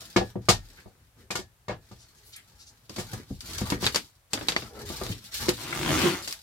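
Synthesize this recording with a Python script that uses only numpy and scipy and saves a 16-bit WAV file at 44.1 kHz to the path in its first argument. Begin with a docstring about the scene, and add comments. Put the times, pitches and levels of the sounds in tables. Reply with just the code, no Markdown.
"""Plastic film rustles under someone's hands, then a shrink-wrapped wooden picture frame knocks
as it is laid face down on a table, close by in a small room. Frame and backing board ring at each
blow. Fingers rub and pick at the taut film until its creases snap. Near the end a strip of film
is torn across the back in a quick run of slips that shake the loose sheet."""
import sys
import numpy as np
from scipy import signal
from scipy.fft import rfft, irfft, next_fast_len
from scipy.io import wavfile

SR = 44100
rng = np.random.default_rng(int(sys.argv[2]) if len(sys.argv) > 2 else 0)


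def unload_audio(sound):
    """Save the sound as a 16-bit wav file, at the path given as the first command line argument."""
    columns = np.transpose(np.atleast_2d(sound))
    # keep every value between -1 and 1, then stretch to whole-number steps
    steps = np.round(np.clip(columns, -1, 1) * 32767)
    wavfile.write(sys.argv[1], SR, steps.astype(np.int16))


N = 283122
TIME = np.arange(N) / SR
SIZE = 2 ** 14  # samples in one blow and its ring
AGE = np.arange(SIZE) / SR  # seconds since a blow
BLOW_GAIN = np.sqrt(.03 * SR)  # a blow's level counts its energy as if spread over 30 ms
TEAR_START_S, TEAR_END_S = 5.58, 6.22

# edges of the six bands, bass to treble, that shape a blow: (frequency [Hz])
BAND_EDGES = [50, 200, 450, 1100, 3000, 8000, 16000]
# how unlike left and right are in scattered sound: (frequency [Hz], side over middle [dB])
STEREO_WIDTH = [(60, -16.5), (270, -10.5), (500, -8), (1000, -1.5), (4000, 0)]
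# how board and room colour each knock and snap: (frequency [Hz], gain [dB])
BOARD_COLOUR = [(30, -11), (100, -6), (2800, 5.5), (4700, 7), (7300, 2.5), (9200, -4.5), (13000, -9.5),
                (16000, -20.5)]


def undb(db):
    """Turn decibels into a gain."""
    return 10 ** (np.asarray(db) / 20)


def unit(x):
    """Scale a sound to an average power of 1."""
    return x / np.sqrt(np.mean(x ** 2))


def unit_energy(x):
    """Scale a sound to a total energy of 1, averaged over its channels."""
    return unit(x) / np.sqrt(x.shape[-1])


def along(points, hz):
    """Read between (frequency, value) points, with octaves evenly spaced."""
    point_hz, value = np.transpose(points)
    return np.interp(np.log(np.maximum(hz, 1)), np.log(point_hz), value)


def colour(x, points):
    """Filter a sound by a curve of (frequency [Hz], gain [dB]) points."""
    size = next_fast_len(x.shape[-1] + SIZE // 8) // 2 * 2
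    hz = np.arange(size // 2 + 1) * SR / size
    cepstrum = irfft(np.log(undb(along(points, hz))))
    # folding this in half makes the filter ring only after a click, never before it
    cepstrum[1:size // 2] *= 2
    cepstrum[size // 2 + 1:] = 0
    return irfft(rfft(x, size) * np.exp(rfft(cepstrum)))[..., :x.shape[-1]]


def resonate(x, hz, q):
    """Pass a sound through one resonance; a higher q makes it narrower."""
    return signal.lfilter(*signal.iirpeak(min(hz, 15000), max(q, 1), fs=SR), x)


def fade(t60):
    """A level that dies away by 60 dB in t60 seconds."""
    return np.exp(-np.log(1000) * AGE / max(t60, 1e-3))


def add(out, start_s, x):
    """Mix a sound in at a given time."""
    i = int(start_s * SR)
    out[:, i:i + x.shape[-1]] += x[:, :N - i]


def diffuse(size):
    """Stereo noise, alike on both sides in the bass and unrelated in the treble."""
    mid, side = rng.standard_normal((2, size))
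    side = colour(side, STEREO_WIDTH)
    return np.array([mid + side, mid - side])


def direct(lag_samples=8):
    """A single click that arrives on the left just before the right."""
    out = np.zeros((2, SIZE))
    out[0, 0] = out[1, lag_samples] = 1
    return out


def tail(stretch=0.99, late_db=-36, late_t60=0.15):
    """The dense ring of board and room, longest in the bass, over a faint reverberation."""
    # how long they ring before stretching: (frequency [Hz], time to fade by 60 dB [s])
    ring_times = [(80, 0.38), (210, 0.24), (560, 0.17), (1470, 0.15), (3880, 0.17), (10200, 0.15)]
    hz = np.arange(SIZE // 2 + 1) * SR / SIZE
    noise, out = rfft(diffuse(SIZE)), 0
    for band_hz, t60 in ring_times:
        share = along([(f, float(f == band_hz)) for f, _ in ring_times], hz)
        out = out + irfft(noise * share) * (fade(t60 * stretch) + undb(late_db) * fade(late_t60))
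    return unit_energy(out)


def ring(modes, scatter_db=3, detune=0.017, rise_s=0.00049):
    """An object's fading tones; each touch gives them a slightly different level, pitch and timing."""
    out = 0
    for hz, db, t60 in modes:
        louder, sharper, apart, shift = rng.standard_normal(4)
        phase = np.pi * shift + np.array([[apart], [-apart]]) * undb(along(STEREO_WIDTH, hz))
        tone = np.sin(2 * np.pi * hz * (1 + detune * sharper) * AGE + phase)
        out = out + undb(db + scatter_db * louder) * fade(t60) * tone
    return unit_energy(out * (1 - np.exp(-AGE / rise_s)))


def shape_blow(x, spectrum, db, weight_db, contact_hz, bass_hz=524, softness_slope=4.1):
    """Set a blow's level in each band: weight adds bass, a softer contact takes away treble."""
    edges = np.array(BAND_EDGES)
    centres = np.sqrt(edges[1:] * edges[:-1])
    bass_db = weight_db / (1 + (centres / bass_hz) ** 2)
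    dulling_db = 10 * np.log10(1 + (centres / contact_hz) ** softness_slope)
    wanted_db = db + along(spectrum, centres) + bass_db - dulling_db
    for _ in range(3):  # each pass brings the bands closer to their levels
        power = 2 * np.abs(rfft(x.mean(0))) ** 2 / (SIZE * BLOW_GAIN ** 2)
        bands = np.split(power, edges * SIZE // SR)[1:-1]
        now_db = 10 * np.log10([band.sum() for band in bands])
        x = colour(x, np.c_[centres, wanted_db - now_db])
    return x


def in_room(x, direct_db, patchy_db, place_count=12):
    """Clicks heard directly and through board and room; the ring changes as the contact moves."""
    hz = np.geomspace(100, 16000, 44)
    places = []
    for ripple_db in patchy_db * rng.standard_normal((place_count, len(hz))):
        response = undb(direct_db) * direct(lag_samples=4) + tail()
        places.append(unit_energy(colour(response, np.c_[hz, ripple_db])))
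    out, step = np.zeros((2, N)), int(.03 * SR)
    for i in range(0, N, step):
        place = places[rng.integers(place_count)]
        if x[i:i + step].any():
            add(out, i / SR, signal.fftconvolve(x[None, i:i + step], place))
    return out


def grains(per_second, spread_db):
    """Tiny random clicks, a few much larger than the rest."""
    size = undb(spread_db * np.minimum(rng.exponential(size=N), 5))
    return (rng.random(N) < per_second / SR) * size * rng.choice([-1, 1], N)


def stroke(start_s, length_s, attack_s=.04, release_t60=0.34):
    """The strength of one hand movement: it gets going, holds, then dies away."""
    attack = np.clip((TIME - start_s) / attack_s + .5, 0, 1)
    since_end_s = np.maximum(TIME - start_s - length_s, 0)
    return attack * np.exp(-np.log(1000) * since_end_s / release_t60)


def room_tone(level_db=-62.5):
    """The faint steady air of the room."""
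    # a low hush: (frequency [Hz], gain [dB])
    air_colour = [(25, -12.5), (45, 1.5), (110, 0), (220, -20.5), (700, -18), (1400, -21.5), (5000, -27.5),
                  (13500, -28.5), (16000, -33.5)]
    return unit(colour(diffuse(N), air_colour)) * undb(level_db)


def hands(rumble_db=-1, rub_db=-5, rustle_db=1, strip_db=-35, rub_per_pressure=0.46, strip_per_pull=0.74):
    """Skin drags over the film: fine creases crackle; pressed fingers rub and make the board rumble."""
    # hand movements: (start [s], length [s], level [dB], pressure on the board [dB])
    strokes = [(0.0, 0.01, -41.5, -4.5), (0.057, 0.22, -53.5, -0.5), (0.42, 0.4, -59.5, 2.5),
               (0.85, .22, -73, 9), (1.173, 0.032, -64, 13), (1.825, 0.65, -63.5, -2),
               (2.49, 0.38, -65.5, 2), (2.914, 0.21, -49.5, -3), (3.119, 0.084, -54, 13),
               (3.274, 0.2, -56.5, -30), (3.428, 0.096, -47, -1), (3.492, 0.22, -41.5, -3),
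               (3.735, 0.14, -57.5, 18), (3.816, 0.031, -32, -2.5), (3.915, .12, -49, -20),
               (4.321, 0.35, -48.5, 0.5), (4.757, 0.073, -50, 7.5), (4.868, 0.038, -41.5, -0.5),
               (4.916, .19, -40.5, -4.5), (5.02, 0.069, -58, 21.5), (5.218, .07, -50.5, -8.5),
               (5.329, 0.06, -33.5, -16), (5.4, 0.057, -35, 1), (5.521, 0.14, -45.5, -21),
               (6.225, 0.091, -39.5, -15.5)]
    # tone of the board, the skin and the film, each: (frequency [Hz], gain [dB])
    rumble_colour = [(30, -16.5), (45, 2), (100, 1.5), (200, -2.5), (380, -6), (600, -16.5), (1200, -41)]
    rub_colour = [(200, -32.5), (500, -1.5), (1500, 1), (2300, -3), (6000, -34)]
    rustle_colour = [(800, -30), (2000, -11), (4200, 0), (6500, -4.5), (9000, -9), (13000, -9.5),
                     (16000, -16)]
    rumble = rub = rustle = 0
    for start_s, length_s, db, pressure_db in strokes:
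        motion = stroke(start_s, length_s) * undb(db)
        rustle = np.hypot(rustle, motion)  # overlapping strokes add their power
        rub = np.hypot(rub, motion * undb(rub_per_pressure * pressure_db))
        rumble = np.hypot(rumble, motion * undb(pressure_db))
    # the loose strip rustles while it is pulled
    strip = stroke(TEAR_START_S, TEAR_END_S - TEAR_START_S) * undb(strip_db + strip_per_pull * pull_db())
    drag = in_room(grains(per_second=1600, spread_db=3), direct_db=-4.5, patchy_db=4.5)
    crackle = in_room(grains(per_second=1600, spread_db=5.5), direct_db=-9.5, patchy_db=-1.0)
    board = unit(colour(drag, rumble_colour)) * rumble * undb(rumble_db)
    skin = unit(colour(drag, rub_colour)) * rub * undb(rub_db)
    film = unit(colour(crackle, rustle_colour)) * np.hypot(rustle * undb(rustle_db), strip)
    return board + skin + film


def knocks(push_db=-19, push_hz=900, tones_db=-8, favoured_t60=.11):
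    """Wood meets table or finger with a short push; pane and backing board rattle up and ring out."""
    # blows on the frame: (time [s], level [dB], weight [dB], contact hardness [Hz],
    # favoured tone [Hz], that tone's relative level [dB], rattle build-up [s])
    blows = [(0.162, -25, -2, 3390, 354, 5.5, .003), (0.212, -29, -8, 600, 769, -4, 0.00089),
             (0.356, -32, -2.5, 450, 360, -30, 0.00098), (0.486, -21.5, -5, 7500, 108, -5, 0.0058),
             (0.858, -56, 2.5, 900, 117, 7, 0.0089), (1.305, -39, -7, 8000, 2430, 0, 0.0033),
             (1.354, -37.5, -6, 9500, 1430, -1.5, 0.00095), (1.390, -51, 2.5, 9000, 368, 10.5, 0.0014),
             (1.682, -41, -8, 3110, 112, -2, .0013), (1.695, -33.5, -7.5, 1490, 607, -5.5, 0.02),
             (1.913, -60, 10, 6000, 115, 7.5, 0.0042), (2.982, -42.5, 4.5, 10400, 360, 4, 0.013),
             (3.132, -48.5, 3, 13100, 114, 9, 0.0004), (3.303, -55, 20, 694, 268, 18.5, 0.0065),
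             (3.614, -47.5, 18, 3600, 252, 13, .0009), (3.721, -37, 3.5, 3200, 291, 7.5, .0003),
             (3.827, -42.5, 4, 6000, 354, 3, 0.0038), (4.901, -50, 9, 5000, 360, 5, 0.0021),
             (5.014, -37.5, -5.5, 1480, 381, -1.5, 0.00056), (5.095, -60.5, 25.5, 12000, 93, 27.5, 0.017),
             (5.484, -33.5, -3.5, 4200, 359, 11, 0.00027)]
    # tones of frame and backing board: (pitch [Hz], level [dB], time to fade by 60 dB [s])
    frame_tones = [(115.9, -12, 0.35), (193.5, -1.5, 0.12), (360, -3.5, 0.12), (493.6, -7.5, 0.14),
                   (758, -13.5, 0.15), (973, -1, 0.024), (1199, -1, 0.09), (1702, -8.5, 0.25),
                   (1827, -8, 0.22), (2200, 1, 0.09)]
    # a perfectly hard knock: (frequency [Hz], level [dB])
    hard_knock = [(100, 2.5), (300, 0), (700, 1), (1800, -1), (4900, 1.5), (11300, -1)]
    out = np.zeros((2, N))
    push = unit_energy(signal.sosfilt(signal.butter(2, push_hz, fs=SR, output="sos"), direct()))
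    for start_s, db, weight_db, hardness_hz, favoured_hz, share_db, build_s in blows:
        rattle = unit_energy(tail(stretch=0.92) * (1 - np.exp(-AGE / build_s)))
        blow = undb(push_db) * push + rattle + undb(tones_db) * ring(frame_tones, detune=0.0092)
        knock = shape_blow(colour(blow, BOARD_COLOUR), hard_knock, db, weight_db, hardness_hz)
        # the spot that is hit favours one tone, which stands out of the dense ring
        favoured = BLOW_GAIN * undb(db + share_db) * ring([(favoured_hz, 0, favoured_t60)], detune=0)
        add(out, start_s, knock + favoured)
    return out


def table_sway(landing_s=0.486, level_db=-32.5):
    """The table top sways as the weight of the frame comes to rest on it."""
    # the table's deep tone: (pitch [Hz], level [dB], time to fade by 60 dB [s])
    table_tone = [(41, 0, 0.52)]
    out = np.zeros((2, N))
    add(out, landing_s, BLOW_GAIN * undb(level_db) * ring(table_tone, rise_s=.02))
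    return out


def scuffs(q=1.17):
    """A fingertip skids a short way: a swell of tiny slips in one broad resonance of film or board."""
    # fingertip skids: (start [s], length [s], centre frequency [Hz], level [dB])
    skids = [(0.755, 0.07, 1700, -55), (1.966, 0.1, 5260, -58.5), (2.124, 0.099, 6200, -67),
             (2.223, 0.11, 11840, -59), (2.317, 0.043, 4370, -49), (2.325, 0.096, 2340, -55),
             (2.358, 0.013, 9500, -44), (2.577, 0.075, 5200, -54), (2.649, 0.066, 5540, -55),
             (3.635, 0.082, 900, -45.5), (4.629, 0.3, 444, -48.5), (5.115, 0.017, 2950, -39.5),
             (5.724, 0.0096, 1540, -28)]
    out = np.zeros((2, N))
    for start_s, length_s, hz, db in skids:
        swell = np.hanning(int(length_s * SR))
        slips = rng.standard_normal(len(swell)) * swell
        skid = unit(resonate(resonate(slips, hz, q), hz, q))
        room = unit_energy(direct() + tail())
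        add(out, start_s, signal.fftconvolve(skid[None], room) * undb(db))
    return out


def snaps(film_db=-11, crease_q=10.0, click_db=-14, flutter_t60=0.026):
    """A crease pops through: a few cycles at its own pitch, a flutter, then film, board and room ring."""
    # popping creases: (time [s], level [dB], jolt to the board [dB], sharpness [Hz],
    # crease pitch [Hz], crack over its tail [dB])
    pops = [(2.895, -58, 17, 11000, 5220, -7), (2.962, -52, 11, 10100, 4400, -19),
            (3.407, -54.5, -49, 16000, 4800, -2), (3.583, -47, -6, 14200, 5850, -5.5),
            (3.702, -43.5, 2, 14000, 4690, -3), (3.843, -39, 4, 4650, 4570, -8),
            (3.866, -35, -6.5, 7000, 3950, 4.5), (3.872, -33.5, -39, 3620, 3730, -3),
            (3.9456, -39.5, 2, 10140, 4500, -10), (3.9593, -35, -0.5, 8500, 5200, -0.5),
            (4.3333, -38.5, 4, 13360, 7760, -5), (4.374, -44.5, 2, 2660, 3420, -8),
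            (4.411, -46.5, 9.5, 2200, 3520, -8), (4.4852, -34, -3.5, 7500, 3820, -1),
            (4.521, -44, 0, 5500, 3550, -3), (4.5641, -34.5, 0, 3000, 2060, 3),
            (4.6214, -51, 8.5, 3300, 2070, -10), (5.0656, -51, 10, 5500, 3270, 0),
            (5.4913, -39, 10, 15000, 4700, 0), (6.276, -46.5, -5.5, 16100, 7360, -16),
            (6.326, -47, -30, 15860, 5070, 2)]
    # tones of the taut film: (pitch [Hz], level [dB], time to fade by 60 dB [s])
    film_tones = [(2690, 2, 0.083), (3630, 7.5, 0.045), (4640, 12, 0.1), (4600, -10, 0.072)]
    # a perfectly sharp snap: (frequency [Hz], level [dB])
    sharp_snap = [(100, -8.5), (300, -2.5), (700, -2), (1800, 1), (4900, 7.5), (11300, 1.5)]
    out = np.zeros((2, N))
    for start_s, db, jolt_db, sharpness_hz, crease_hz, crack_db in pops:
        flutter = unit_energy(diffuse(SIZE) * fade(flutter_t60))
        push = unit_energy(direct() + undb(-crack_db) * flutter)  # a cleaner pop flutters less
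        crack = unit_energy(resonate(push, crease_hz, crease_q) + undb(click_db) * push)
        pop = undb(crack_db) * crack + tail(stretch=0.8) + undb(film_db) * ring(film_tones)
        add(out, start_s, shape_blow(colour(pop, BOARD_COLOUR), sharp_snap, db, jolt_db, sharpness_hz))
    return out


def pull_db(full_s=5.916, eases_s=6.079, rise_db_per_s=55, fall_db_per_s=116):
    """The tearing pull builds, holds at full strength (0 dB) and lets go."""
    return -rise_db_per_s * np.maximum(full_s - TIME, 0) - fall_db_per_s * np.maximum(TIME - eases_s, 0)


def tear(level_db=-26.5, spike_hz=3200, spike_db=-8, rip_db=-1.5, fray_db=-6, flap_per_pull=1.25):
    """The film gives way in quick slips; each is a sharp dip in pressure and shakes the loose sheet."""
    # the tear slows briefly, then speeds up: (time [s], slip rate [1/s])
    tear_speed = [(5.73, 126), (5.78, 63.6), (5.95, 93), (6.0, 166), (6.06, 170), (6.24, 196)]
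    # tone of the slips and of the flapping sheet, each: (frequency [Hz], gain [dB])
    slip_colour = [(100, -7), (900, 1), (3500, -6), (5000, -17), (7000, -13), (15000, -26)]
    flap_colour = [(45, -16), (105, 1.5), (200, -5.5), (280, -2.5), (360, 4), (440, -7.5), (800, -12.5),
                   (1500, -36)]
    scatter_db, halting_rate = 0.5, 16  # unevenness of the slips' size and timing
    speed = np.interp(TIME, *np.transpose(tear_speed))
    slips, slip_s = np.zeros(N), TEAR_START_S
    for wait, size in rng.standard_normal((200, 2)):
        if slip_s < TEAR_END_S:
            i = int(slip_s * SR)
            slips[i] = -undb(scatter_db * min(size, 1)) / np.sqrt(speed[i])
            # a slow tear is halting, a fast one runs evenly
            slip_s += np.exp(wait * halting_rate / speed[i]) / speed[i]
    tearing = (TIME > TEAR_START_S) & (TIME < TEAR_END_S)
    spikes = unit(signal.sosfilt(signal.butter(2, spike_hz, fs=SR, output="sos"), slips))
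    # between the slips the edge frays in much smaller steps
    fraying = unit(tearing * grains(per_second=700, spread_db=3.5))
    shaken = in_room(unit(slips) + undb(fray_db) * fraying, direct_db=-9.5, patchy_db=3.0)
    rip = undb(spike_db) * spikes + undb(rip_db) * unit(colour(shaken, slip_colour))
    sheet = unit(colour(shaken, flap_colour))
    gain = np.sqrt(tearing.mean()) * undb(level_db)  # the level counts only the time spent tearing
    return gain * (rip * undb(pull_db()) + sheet * undb(flap_per_pull * pull_db()))


def scene(left_over_right_db=1.5):
    """Mix all the sounds, slightly left of centre."""
    mix = knocks() + table_sway() + snaps() + scuffs() + hands() + tear() + room_tone()
    return mix * undb(np.array([[left_over_right_db], [-left_over_right_db]]) / 2)


def record(dry, bottom_hz=34, top_hz=15800):
    """Drop the deepest bass, hold peaks at full scale and cut the highest treble."""
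    trimmed = signal.sosfilt(signal.butter(3, bottom_hz, "high", fs=SR, output="sos"), dry)
    return signal.sosfilt(signal.ellip(8, .2, 70, top_hz, fs=SR, output="sos"), np.clip(trimmed, -1, 1))


dry = scene()
out = record(dry)
unload_audio(out)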